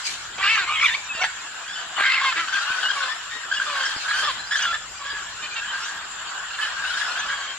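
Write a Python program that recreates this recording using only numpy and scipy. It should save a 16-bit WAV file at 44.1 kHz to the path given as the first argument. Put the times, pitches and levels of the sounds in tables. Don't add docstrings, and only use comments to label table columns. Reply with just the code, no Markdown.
import sys
import numpy as np
from scipy import signal
from scipy.io import wavfile
from scipy.ndimage import uniform_filter1d

SR = 44100
rng = np.random.default_rng(int(sys.argv[2]) if len(sys.argv) > 2 else 0)


def convert_level_to_amplitude(level_db):
    exponent = np.asarray(level_db, float) / 20
    return 10 ** exponent


def master(y):
    cut = np.clip(np.atleast_2d(y).T, -1, 1)
    pcm = np.round(cut * 32767)
    wavfile.write(sys.argv[1], SR, pcm.astype(np.int16))


N = 334278

# time_s [s], level_db [dB]
FLOCK = [(0, -31), (.55, -31), (1.6, -29), (2.8, -22.5), (3.4, -30.5), (3.8, -22.5), (4.02, -25.5),
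         (4.2, -24), (4.8, -34), (5.7, -26), (6.3, -28.5), (7.1, -22.5), (7.58, -28.5)]


def unit(x):
    return x / np.sqrt(np.mean(np.abs(x) ** 2) + 1e-20)


def along(points, hz):
    f, v = np.transpose(points)
    return np.interp(np.log(hz + 1), np.log(f + 1), v, left=v[0], right=v[-1])


def at_times(points, t):
    return np.interp(t, *np.transpose(points))


def curves(rows):
    s, *columns = np.transpose(rows)
    n = np.arange(round(s[0] * SR), min(round(s[-1] * SR), N))
    return [n[0]] + [np.interp(n / SR, s, column) for column in columns]


def wobble(n, rate):
    knots = rng.standard_normal(int(n * rate / SR) + 2)
    return np.interp(np.arange(n) * rate / SR, np.arange(len(knots)), knots)


def rush(spectrum, patchy_db, size=512):
    # frequency_hz [Hz], likeness [-1 to 1]
    alike = [(60, 0.88), (180, 0.43), (550, 0.46), (1650, 0.59), (4970, -0.3), (15000, 0.41)]
    hz, _, z = signal.stft(rng.standard_normal((2, N)), SR, nperseg=size)
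    patches = rng.standard_normal(z.shape[1:])
    patches = uniform_filter1d(uniform_filter1d(patches, 4, 0), 8, 1)
    inside = (hz >= spectrum[0][0]) & (hz <= spectrum[-1][0])
    color = convert_level_to_amplitude(along(spectrum, hz)) * inside
    z = z * convert_level_to_amplitude(patchy_db * unit(patches)) * color[:, None]
    turn = np.arccos(np.clip(along(alike, hz), -1, 1))[:, None] / 2
    mid, side = z[0] * np.cos(turn), z[1] * np.sin(turn)
    pair = signal.istft(np.array([mid + side, mid - side]), nperseg=size)[1][:, :N]
    return unit(pair) * convert_level_to_amplitude(np.array([[.7], [-.7]]))


def add(ports, start, voice, pan_db, fade_s=0.0052):
    t = np.arange(len(voice)) / SR
    edge = np.clip(np.minimum(t, t[::-1]) / fade_s, 0, 1)
    ports[:, start:start + len(voice)] += voice * edge * convert_level_to_amplitude(np.array([[.5], [-.5]]) * pan_db)


def partials(pitch_hz, gains, hoarse, smear_hz, jitter):
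    n = len(pitch_hz)
    turn = 2 * np.pi * np.cumsum(pitch_hz * (1 + jitter * wobble(n, 150.4))) / SR
    shared = wobble(n, smear_hz)
    voice = 0
    for k, gain in enumerate(gains, 1):
        clean = (1 - np.clip(hoarse, .03, 1)) ** (.5 + k * pitch_hz / 2500)
        phase = k * turn - 0.2744 * k * k
        rasp = 1.3 * (1 + .45 * shared) * np.sin(phase + 2.2 * wobble(n, smear_hz))
        wandering_gain = gain * convert_level_to_amplitude(2 * wobble(n, 35))
        tone = np.sqrt(2 * clean) * np.sin(phase)
        voice = voice + wandering_gain * (tone + np.sqrt(1 - clean) * rasp)
    return voice / np.sqrt(sum(gain ** 2 for gain in gains))


def squawks():
    beak_lift_db, throat_lift_db, lift_width_hz = 13, 16, 300
    # frequency_hz [Hz], level_db [dB]
    throat_color = [(250, -2.5), (500, -35.5), (750, -12.5), (900, -20), (1200, -7.5), (2500, -8.5),
                    (4500, -9.5), (5500, -25.5), (9000, -16), (13000, -50)]
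    # time_s [s], pitch_hz [Hz], level_db [dB], beak_hz [Hz], throat_hz [Hz],
    # hoarse [share, held within 0.03-1]
    detailed_calls = [
        [(.375, 373.3, -40, 2500, 740, 0.8), (.41, 384.3, -29, 2620, 1140, 0.5),
         (.44, 394.5, -20, 1430, 2630, 0.3), (.48, 413, -19.5, 1580, 2700, 0.4),
         (.505, 443.5, -19, 2660, 2250, 0.3), (.545, 448, -19.5, 2670, 2230, 0.15),
         (.565, 430.6, -20.5, 2150, 1750, .6), (.58, 405, -21.5, 2800, 1600, 0.4),
         (.61, 389.5, -23, 1930, 1590, 0), (.63, 356, -26.5, 2480, 1400, 0.3),
         (.655, 354, -31, 2430, 1090, 0.5)],
        [(.66, 1219, -36, 2450, 1230, 0.7), (.705, 1192, -26.5, 2400, 1190, 0.25),
         (.74, 1270, -25.5, 2480, 1240, .4), (.762, 1258, -24, 2550, 1275, 0.1),
         (.775, 1280, -45, 2580, 1290, .5)],
        [(.805, 1336, -40, 2640, 1320, .5), (.83, 1347, -26.5, 2700, 1350, .35),
         (.853, 1310, -26, 2600, 1300, .5), (.865, 1250, -42, 2500, 1250, .6)],
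        [(.86, 995, -28, 2900, 1950, 0.8), (.885, 964, -18.5, 3060, 2100, 0.7), (.91, 886, -28, 3600, 1820, 0),
         (.935, 900, -28, 3560, 1900, 0.03), (.95, 1127, -16.5, 2270, 2270, 0.05),
         (.975, 1210, -49, 2270, 2260, 0)],
        [(1.17, 636.5, -37, 650, 650, 0.1), (1.2, 677, -36, 680, 680, 0.25),
         (1.222, 767, -22.5, 750, 2350, 0.23), (1.235, 722, -22, 750, 2120, 0.43),
         (1.25, 911, -18.5, 900, 1680, 1.34), (1.265, 900, -27, 900, 1610, 0.8),
         (1.285, 770, -43, 800, 1590, 1)],
        [(1.955, 388.8, -43, 1130, 1130, 1.1), (1.98, 392, -27, 1600, 1170, 0.7),
         (1.995, 396.6, -20, 2200, 1600, 0.7), (2.03, 403.8, -20, 2100, 1600, 0.6),
         (2.042, 524, -19, 1570, 2080, 0.8), (2.09, 526, -20.5, 1570, 2050, 0.46),
         (2.14, 529, -20.5, 2750, 1910, 0.8), (2.2, 520.6, -22.5, 1710, 2010, 1.06),
         (2.222, 544.5, -22.5, 1140, 1100, 0.5), (2.265, 538, -20, 2170, 1075, 0.2),
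         (2.297, 520.5, -21, 2300, 1040, 0.03), (2.318, 484, -33.5, 2900, 1000, 0.07),
         (2.33, 439, -18, 1700, 1210, 1.1), (2.342, 412, -51, 1700, 900, .8)],
        [(2.352, 330.6, -34, 2200, 1650, 0.4), (2.368, 325.5, -24.5, 2190, 1600, 0.2),
         (2.4, 342, -23.5, 1990, 1430, 0.35), (2.42, 329.6, -30, 2030, 1340, .1),
         (2.45, 312, -33, 2040, 1270, 0), (2.465, 316, -54, 2000, 1250, 0.4)],
        [(4.59, 775.5, -26, 4700, 1600, 0.7), (4.61, 786, -31, 3150, 1560, 0.9),
         (4.655, 721, -24.5, 3520, 1450, 1), (4.675, 690.5, -27.5, 3450, 1390, 0.37),
         (4.712, 682, -24.5, 3400, 1370, 0), (4.735, 654, -31.5, 3620, 1300, 0.9),
         (4.76, 600, -29.5, 3740, 1270, 1), (4.775, 620, -52, 4300, 1220, .7)],
        [(5.8, 2650, -45, 5300, 5300, .9), (5.84, 2770, -36, 5600, 5600, 1.1), (5.87, 3210, -45, 6400, 6400, 1),
         (5.9, 2930, -53, 5900, 5900, .9), (5.92, 2650, -45, 5300, 5300, .9)],
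    ]

    def near(hz, center_hz):
        return 1 / (1 + ((hz - center_hz) / lift_width_hz) ** 2)

    ports = np.zeros((2, N))
    for call in detailed_calls + caws() + croaks():
        start, hz, db, beak_hz, throat_hz, hoarse = curves(call)
        gains = []
        for k in range(1, max(int(7000 / hz.max()), 3)):
            beak_db = beak_lift_db * near(k * hz, beak_hz)
            throat_db = throat_lift_db * near(k * hz, throat_hz)
            gains.append(convert_level_to_amplitude(along(throat_color, k * hz) + np.maximum(beak_db, throat_db)))
        voice = partials(hz, gains, hoarse, smear_hz=330, jitter=.01)
        add(ports, start, convert_level_to_amplitude(db) * voice, pan_db=0.0)
    return ports


def caws():
    caw_rows = [(2.95, 0.15, -31.5, 572.4, 504), (3.657, 0.19, -29.5, 609.6, 513),
                (4.17, 0.022, -33, 687, 540), (4.222, 0.034, -25.5, 640, 564),
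                (4.235, 0.036, -33, 387, 456), (4.27, .05, -24.5, 630, 463),
                (4.991, 0.25, -40.5, 567.6, 572), (7.241, 0.29, -36.5, 586.5, 537.4)]
    return [shaped(s, length, db, (hz, end_hz), (2 * hz, 2 * end_hz), (hz, end_hz))
            for s, length, db, hz, end_hz in caw_rows]


def croaks():
    sag_per_s = 0.36
    croak_rows = [(1.136, 0.13, -32, 930, 2550), (5.421, 0.049, -30, 614, 2640),
                  (5.509, 0.044, -33.5, 615, 2450), (5.551, 0.055, -27.5, 460, 2800),
                  (6.605, 0.064, -29, 435, 3030), (6.535, 0.026, -29.5, 390, 2900),
                  (7.03, .03, -34, 740, 3300), (7.18, 0.02, -37, 550, 3300), (6.84, 0.021, -25, 540, 2730)]
    return [shaped(s, length, db, (hz, hz * (1 - sag_per_s * length)), (beak, beak), (beak, beak))
            for s, length, db, hz, beak in croak_rows]


def shaped(start, length, db, pitch, beak, throat):
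    attack_s, release_s, rise_db, fall_db = 0.018, 0.036, 8, 4
    tire_db_per_s = 17
    hoarse_ends, hoarse_clearest, clear_at = .32, .08, .6
    t = np.unique(np.clip([0, attack_s, clear_at * length, length - release_s, length], 0, length))
    swell_db = -rise_db * np.clip(1 - t / attack_s, 0, 1)
    fade_db = -fall_db * np.clip(1 - (length - t) / release_s, 0, 1)
    level = db - tire_db_per_s * t + swell_db + fade_db

    def glide(ends):
        return ends[0] + (ends[1] - ends[0]) * t / length

    hoarse = np.interp(t / length, [0, clear_at, 1], [hoarse_ends, hoarse_clearest, hoarse_ends])
    return np.transpose([start + t, glide(pitch), level, glide(beak), glide(throat), hoarse])


def screeches():
    # [dB, second partial before a 6 dB cut]
    near_rows = [(1.743, -37, 1684, 0.11, 8), (1.805, -33.5, 1522, 0.072, 6.5),
                 (2.502, -30, 1513, 0.026, 0.5), (2.573, -24.5, 1587, 0.072, -5.5),
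                 (2.631, -30, 1382, 0.021, 0), (2.732, -27.5, 1500, 0.1, -13),
                 (2.83, -35.5, 1656, 0.025, 8), (2.86, -26, 1512, 0.036, -5), (2.927, -27, 1600, 0.049, -1),
                 (3.045, -29.5, 1507, 0.058, -24), (3.13, -31.5, 1756, 0.077, -8),
                 (3.376, -34.5, 1860, 0.12, -0.5), (3.54, -32.5, 1613, 0.026, 9),
                 (3.57, -27.5, 1642, 0.038, 2.5), (3.627, -29, 1600, 0.035, -3.5),
                 (3.793, -30, 1550, 0.057, -16), (3.88, -27, 1583, 0.15, 1), (4.082, -29, 1502, 0.027, -22),
                 (4.125, -26.5, 1664, 0.067, -4), (4.209, -25, 1547, .13, -0.5),
                 (4.271, -28, 1708, 0.065, 4), (4.548, -23.5, 1738, 0.05, -0.5),
                 (4.579, -27.5, 1583, .015, 8), (4.614, -25.5, 1670, 0.018, 2),
                 (4.657, -26.5, 1623, 0.02, 0), (4.751, -27, 1747, 0.018, -1),
                 (5.088, -33, 1682, 0.071, -0.5), (5.158, -30.5, 1652, 0.12, -9),
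                 (5.658, -31.5, 1652, 0.062, -21), (5.763, -31, 1587, 0.08, -30),
                 (5.831, -34.5, 1377, 0.032, -11), (5.901, -34, 1600, 0.073, -6),
                 (6.547, -37, 1396, 0.061, 8), (6.647, -29, 1716, 0.095, -22),
                 (6.698, -30, 1600, 0.072, -21), (6.815, -29.5, 1600, 0.069, -34),
                 (6.882, -28.5, 1548, 0.06, -17), (6.948, -27.5, 1480, 0.066, -13),
                 (7.04, -28.5, 1660, 0.13, -6), (7.122, -34, 1430, 0.047, -11),
                 (7.183, -28, 1586, 0.027, -5), (7.232, -32, 1692, 0.068, 1), (7.347, -29, 1630, 0.1, -10),
                 (7.435, -35, 1600, 0.042, 1)]
    # time_s [s], left_over_right_db [dB]
    perch = [(0, -7), (2.4, 3), (3.3, 6.5), (3.8, 2), (4.1, 0), (6, 1), (6.4, -8), (6.85, 4.5),
             (7.58, -0.5)]
    ports = np.zeros((2, N))
    for s, db, hz, length, second_db in near_rows + far_screeches():
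        u = np.linspace(0, 1, int((length + .03) * SR))
        swell = np.minimum(u / .05, 1) * np.clip((1 - u) / .55, 0, 1)
        partials_db = [0, second_db - 6.0] + [second_db - 14.5 - 6.9 * k for k in range(3)]
        gains = [convert_level_to_amplitude(own_db) for own_db in partials_db]
        rattle = unit(convert_level_to_amplitude(1.6 * wobble(len(u), 116.6)))
        pitch = hz * (1 + 0.0514 * np.sin(np.pi * u) - .035)
        tone = partials(pitch, gains, hoarse=.27, smear_hz=330, jitter=.014)
        start = max(round(s * SR) - len(u) // 2, 0)
        add(ports, start, convert_level_to_amplitude(db) * swell * rattle * tone, at_times(perch, s), fade_s=0.0016)
    return ports


def far_screeches(count=40):
    average_db, center_hz = -43, 1600
    when, size, pitch, length, bright = rng.random((count, 5)).T
    s = when * (N / SR - .1)
    times, flock_db = np.transpose(FLOCK)
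    db = average_db + np.interp(s, times, flock_db) - flock_db.mean() + 6 * (size - .5)
    hz = center_hz * (1 + .16 * (pitch - .5))
    return list(zip(s, db, hz, 0.02 + .07 * length, -4 - 18 * bright))


def cry(trill_hz=66):
    beak_lift_db, beak_width_hz, trill_depth = 27, 1100, 0.21
    cry_rows = [(.655, 1044, -42, 2100), (.685, 1075, -30, 2180), (.72, 1170, -35, 2380),
                (.75, 1124, -29, 2700), (.785, 1074, -24.5, 2500), (.805, 1087, -25, 2250),
                (.83, 1145, -22.5, 2550), (.855, 1203, -17, 2780), (.872, 1060, -21, 2500)]
    partials_db = [-3, -1.5, -1.5, -31, -27]
    ports = np.zeros((2, N))
    start, hz, db, beak_hz = curves(cry_rows)
    gains = []
    for k, own_db in enumerate(partials_db, 1):
        lift_db = beak_lift_db / (1 + ((k * hz - beak_hz) / beak_width_hz) ** 2)
        gains.append(convert_level_to_amplitude(lift_db + own_db))
    t = (np.arange(len(hz)) + start) / SR
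    trill = 1 + trill_depth * np.cos(2 * np.pi * trill_hz * t + 0.72)
    voice = partials(hz, gains, hoarse=.3, smear_hz=350, jitter=.012)
    add(ports, start, convert_level_to_amplitude(db) * trill * voice, pan_db=-.3)
    return ports


def throat_hiss(voices):
    # frequency_hz [Hz], relative_db [dB per Hz]
    hiss_color = [(500, -86), (1000, 3), (1700, -4.5), (3300, 5), (5000, -7.5), (9000, -20), (12500, -41),
                  (15500, -52)]
    effort = np.sqrt(np.abs(uniform_filter1d(voices ** 2, size=500, axis=1)))
    return convert_level_to_amplitude(-7.5) * effort * rush(hiss_color, patchy_db=7.5)


def short_note(s, db, hz, length, rise, pan_db, overtone_db=-34):
    u = np.linspace(-.5, .5, int(length * SR))
    waver = 1 + .005 * wobble(len(u), 215)
    turn = 2 * np.pi * np.cumsum(hz * 2 ** (rise * u) * waver) / SR
    flutter_db = 2 * wobble(len(u), 150)
    tone = np.sin(turn) + convert_level_to_amplitude(overtone_db) * np.sin(2 * turn)
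    note = convert_level_to_amplitude(db + flutter_db) * np.cos(np.pi * u) * tone
    start = int(np.clip(round((s - length / 2) * SR), 0, N - len(u)))
    return start, note, pan_db


def chirps_and_clucks():
    spread_db = 10
    # middle_s [s], level_db [dB, peak before flutter], pitch_hz [Hz], length_s [s], rise [octaves]
    near_rows = [(2.788, -19.5, 1500, .022, -0.012), (2.887, -14, 1550, .009, -0.022),
                 (2.906, -15, 1550, .012, -0.083), (3.517, -18, 1580, .012, 0),
                 (3.527, -14, 1580, .011, 0.017), (3.602, -12, 1520, .009, -0.03),
                 (3.621, -18, 1560, .014, -0.057), (4.057, -23, 1500, .01, 0.0027),
                 (4.557, -11, 1680, .009, -0.026), (0.827, -30, 5250, .02, 0),
                 (7.118, -31.5, 4200, .03, -.05), (7.128, -35, 2490, 0.028, 0),
                 (7.232, -33, 2550, 0.026, 0.045), (1.111, -25.5, 2580, 0.051, -0.086),
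                 (2.544, -22.5, 3480, 0.015, 0.078), (2.824, -40, 5000, .04, -0.066),
                 (2.863, -21, 2895, 0.054, 0.046), (3.576, -23.5, 2880, 0.029, -0.048),
                 (3.861, -25, 5330, 0.021, -0.012), (3.973, -32, 4900, 0.043, -0.13),
                 (4.261, -33, 5230, 0.038, .02), (4.4, -35, 4080, .049, 0.063),
                 (4.445, -36, 4100, 0.034, .1), (4.476, -37, 4850, .035, .08),
                 (4.585, -27, 6350, 0.022, -0.02), (4.627, -24, 6000, 0.014, -0.11),
                 (4.643, -29, 2900, .06, 0), (4.694, -26.5, 3430, 0.063, 0.00077),
                 (5.703, -32.5, 3100, 0.055, -0.0057), (6.888, -30, 2940, 0.034, 0.01),
                 (6.947, -29, 3660, 0.03, 0), (7.201, -29, 6110, 0.032, -0.063),
                 (7.339, -37, 3270, 0.12, -0.02), (7.48, -36, 3170, 0.16, 0.0081)]
    ports = np.zeros((2, N))
    for row, side in zip(near_rows, rng.random(len(near_rows))):
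        add(ports, *short_note(*row, spread_db * (side - .5)))
    for when, size, pitch, length, rise, side in rng.random((170, 6)):
        faint = short_note(when * N / SR, -49 + 9 * size, 1000 * 2 ** (1.9 * pitch),
                           .015 + .035 * length, .15 * (rise - .5), 8 * (side - .5), overtone_db=-14)
        add(ports, *faint)
    return ports


def forest(x):
    decay = [(300, 0.033), (2000, 0.48), (8000, 0.64)]
    hz, t, z = signal.stft(rng.standard_normal((2, SR // 2)), SR, nperseg=256)
    dying = convert_level_to_amplitude(-60 * t / along(decay, hz)[:, None])
    tail = signal.istft(z * dying, SR, nperseg=256)[1]
    return signal.fftconvolve(x, tail / np.linalg.norm(tail[0]), axes=1)[:, :N]


def wing_beats():
    # [dB, before a 13 dB lift and the puff's own shape]
    beats = [(1.15, -32), (2.006, -32), (2.703, -32), (3.964, -28)]
    ports = np.zeros((2, N))
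    u = np.arange(SR // 20) / SR / 0.00071
    puff = (1 - u) * np.exp(-u) * np.minimum(u, 1)
    for s, db in beats:
        add(ports, round(s * SR), convert_level_to_amplitude(db + 13.0) * puff, pan_db=1, fade_s=0.00024)
    return ports


def far_chatter(t):
    chatter_color = [(180, -47), (300, -25), (419, -34), (684, -15), (748, -14), (1600, -2.5), (1960, -12),
                     (2120, -21), (2930, -9.5), (4480, -18.5), (6500, -32.5), (8450, -76), (14300, -120)]
    level_db = at_times(FLOCK, t) - 7.0 + 0.85 * wobble(N, 16)
    return convert_level_to_amplitude(level_db) * rush(chatter_color, patchy_db=2.5)


def feathers(t):
    stir_db, edge, lift_db, flutter_db = -68, 2.5, 16.5, 3
    # [dB, before lift_db and flutter]
    flurry_rows = [(0.09, 0.25, -49), (0.89, 0.16, -52), (2.713, 1, -57.5), (3.88, 0.56, -54),
                   (4.224, 0.22, -51.5), (4.627, 0.14, -53), (5.832, 0.18, -56), (6.637, 0.11, -52),
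                   (7.01, 0.45, -53)]
    feather_color = [(180, -57), (300, -21), (1390, -15), (1560, -6), (2980, -7.5), (3570, -7.5),
                     (4350, -2.5), (8990, -17), (15500, -50)]
    stirring = convert_level_to_amplitude(stir_db)
    for s, length, db in flurry_rows:
        stirring = stirring + convert_level_to_amplitude(db) * np.exp(-np.abs(2 * (t - s) / length) ** edge)
    return stirring * convert_level_to_amplitude(lift_db + flutter_db * wobble(N, 30)) * rush(feather_color, patchy_db=4.5)


def insects():
    insect_color = [(6300, -37), (6750, -5.5), (7200, 4.5), (7500, 0), (7900, -14.5), (8400, -27)]
    return convert_level_to_amplitude(-42.0 + 0.86 * wobble(N, 110)) * rush(insect_color, patchy_db=2.0)


def forest_air():
    air_color = [(76, -60), (130, -16), (450, -13), (1620, -16), (2150, -6.5), (5720, -10.5), (7280, -10.5),
                 (8540, -23.5), (14400, -40), (15600, -75)]
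    return convert_level_to_amplitude(-42.0 + 0.15 * wobble(N, 1.86)) * rush(air_color, patchy_db=5.0)


def rumble(t):
    # [dB, before a random wobble]
    breeze = [(0, -60), (.6, -54), (1.6, -61), (3.4, -63), (4.6, -57), (7.58, -61)]
    rumble_color = [(18, -27), (30, -2), (50, -4), (80, -3.5), (140, -9), (220, -10)]
    level_db = at_times(breeze, t) + 2.2 * wobble(N, 7)
    return convert_level_to_amplitude(level_db) * rush(rumble_color, patchy_db=1.0, size=4096)


def background():
    t = np.arange(N) / SR
    return far_chatter(t) + feathers(t) + insects() + forest_air() + rumble(t)


def scene():
    late_samples = 2
    voices = squawks() + screeches() + cry()
    voices = voices + throat_hiss(voices) + chirps_and_clucks()
    voices[1] = np.roll(voices[1], late_samples)
    return voices + convert_level_to_amplitude(-9) * forest(voices) + wing_beats() + background()


def low_pass(x):
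    return signal.sosfilt(signal.butter(12, 15250, fs=SR, output="sos"), x)


def record(dry, top=.6):
    rounded = dry / (1 + np.abs(dry / top) ** 4) ** .25
    return low_pass(rounded)


dry = scene()
out = record(dry)
master(out)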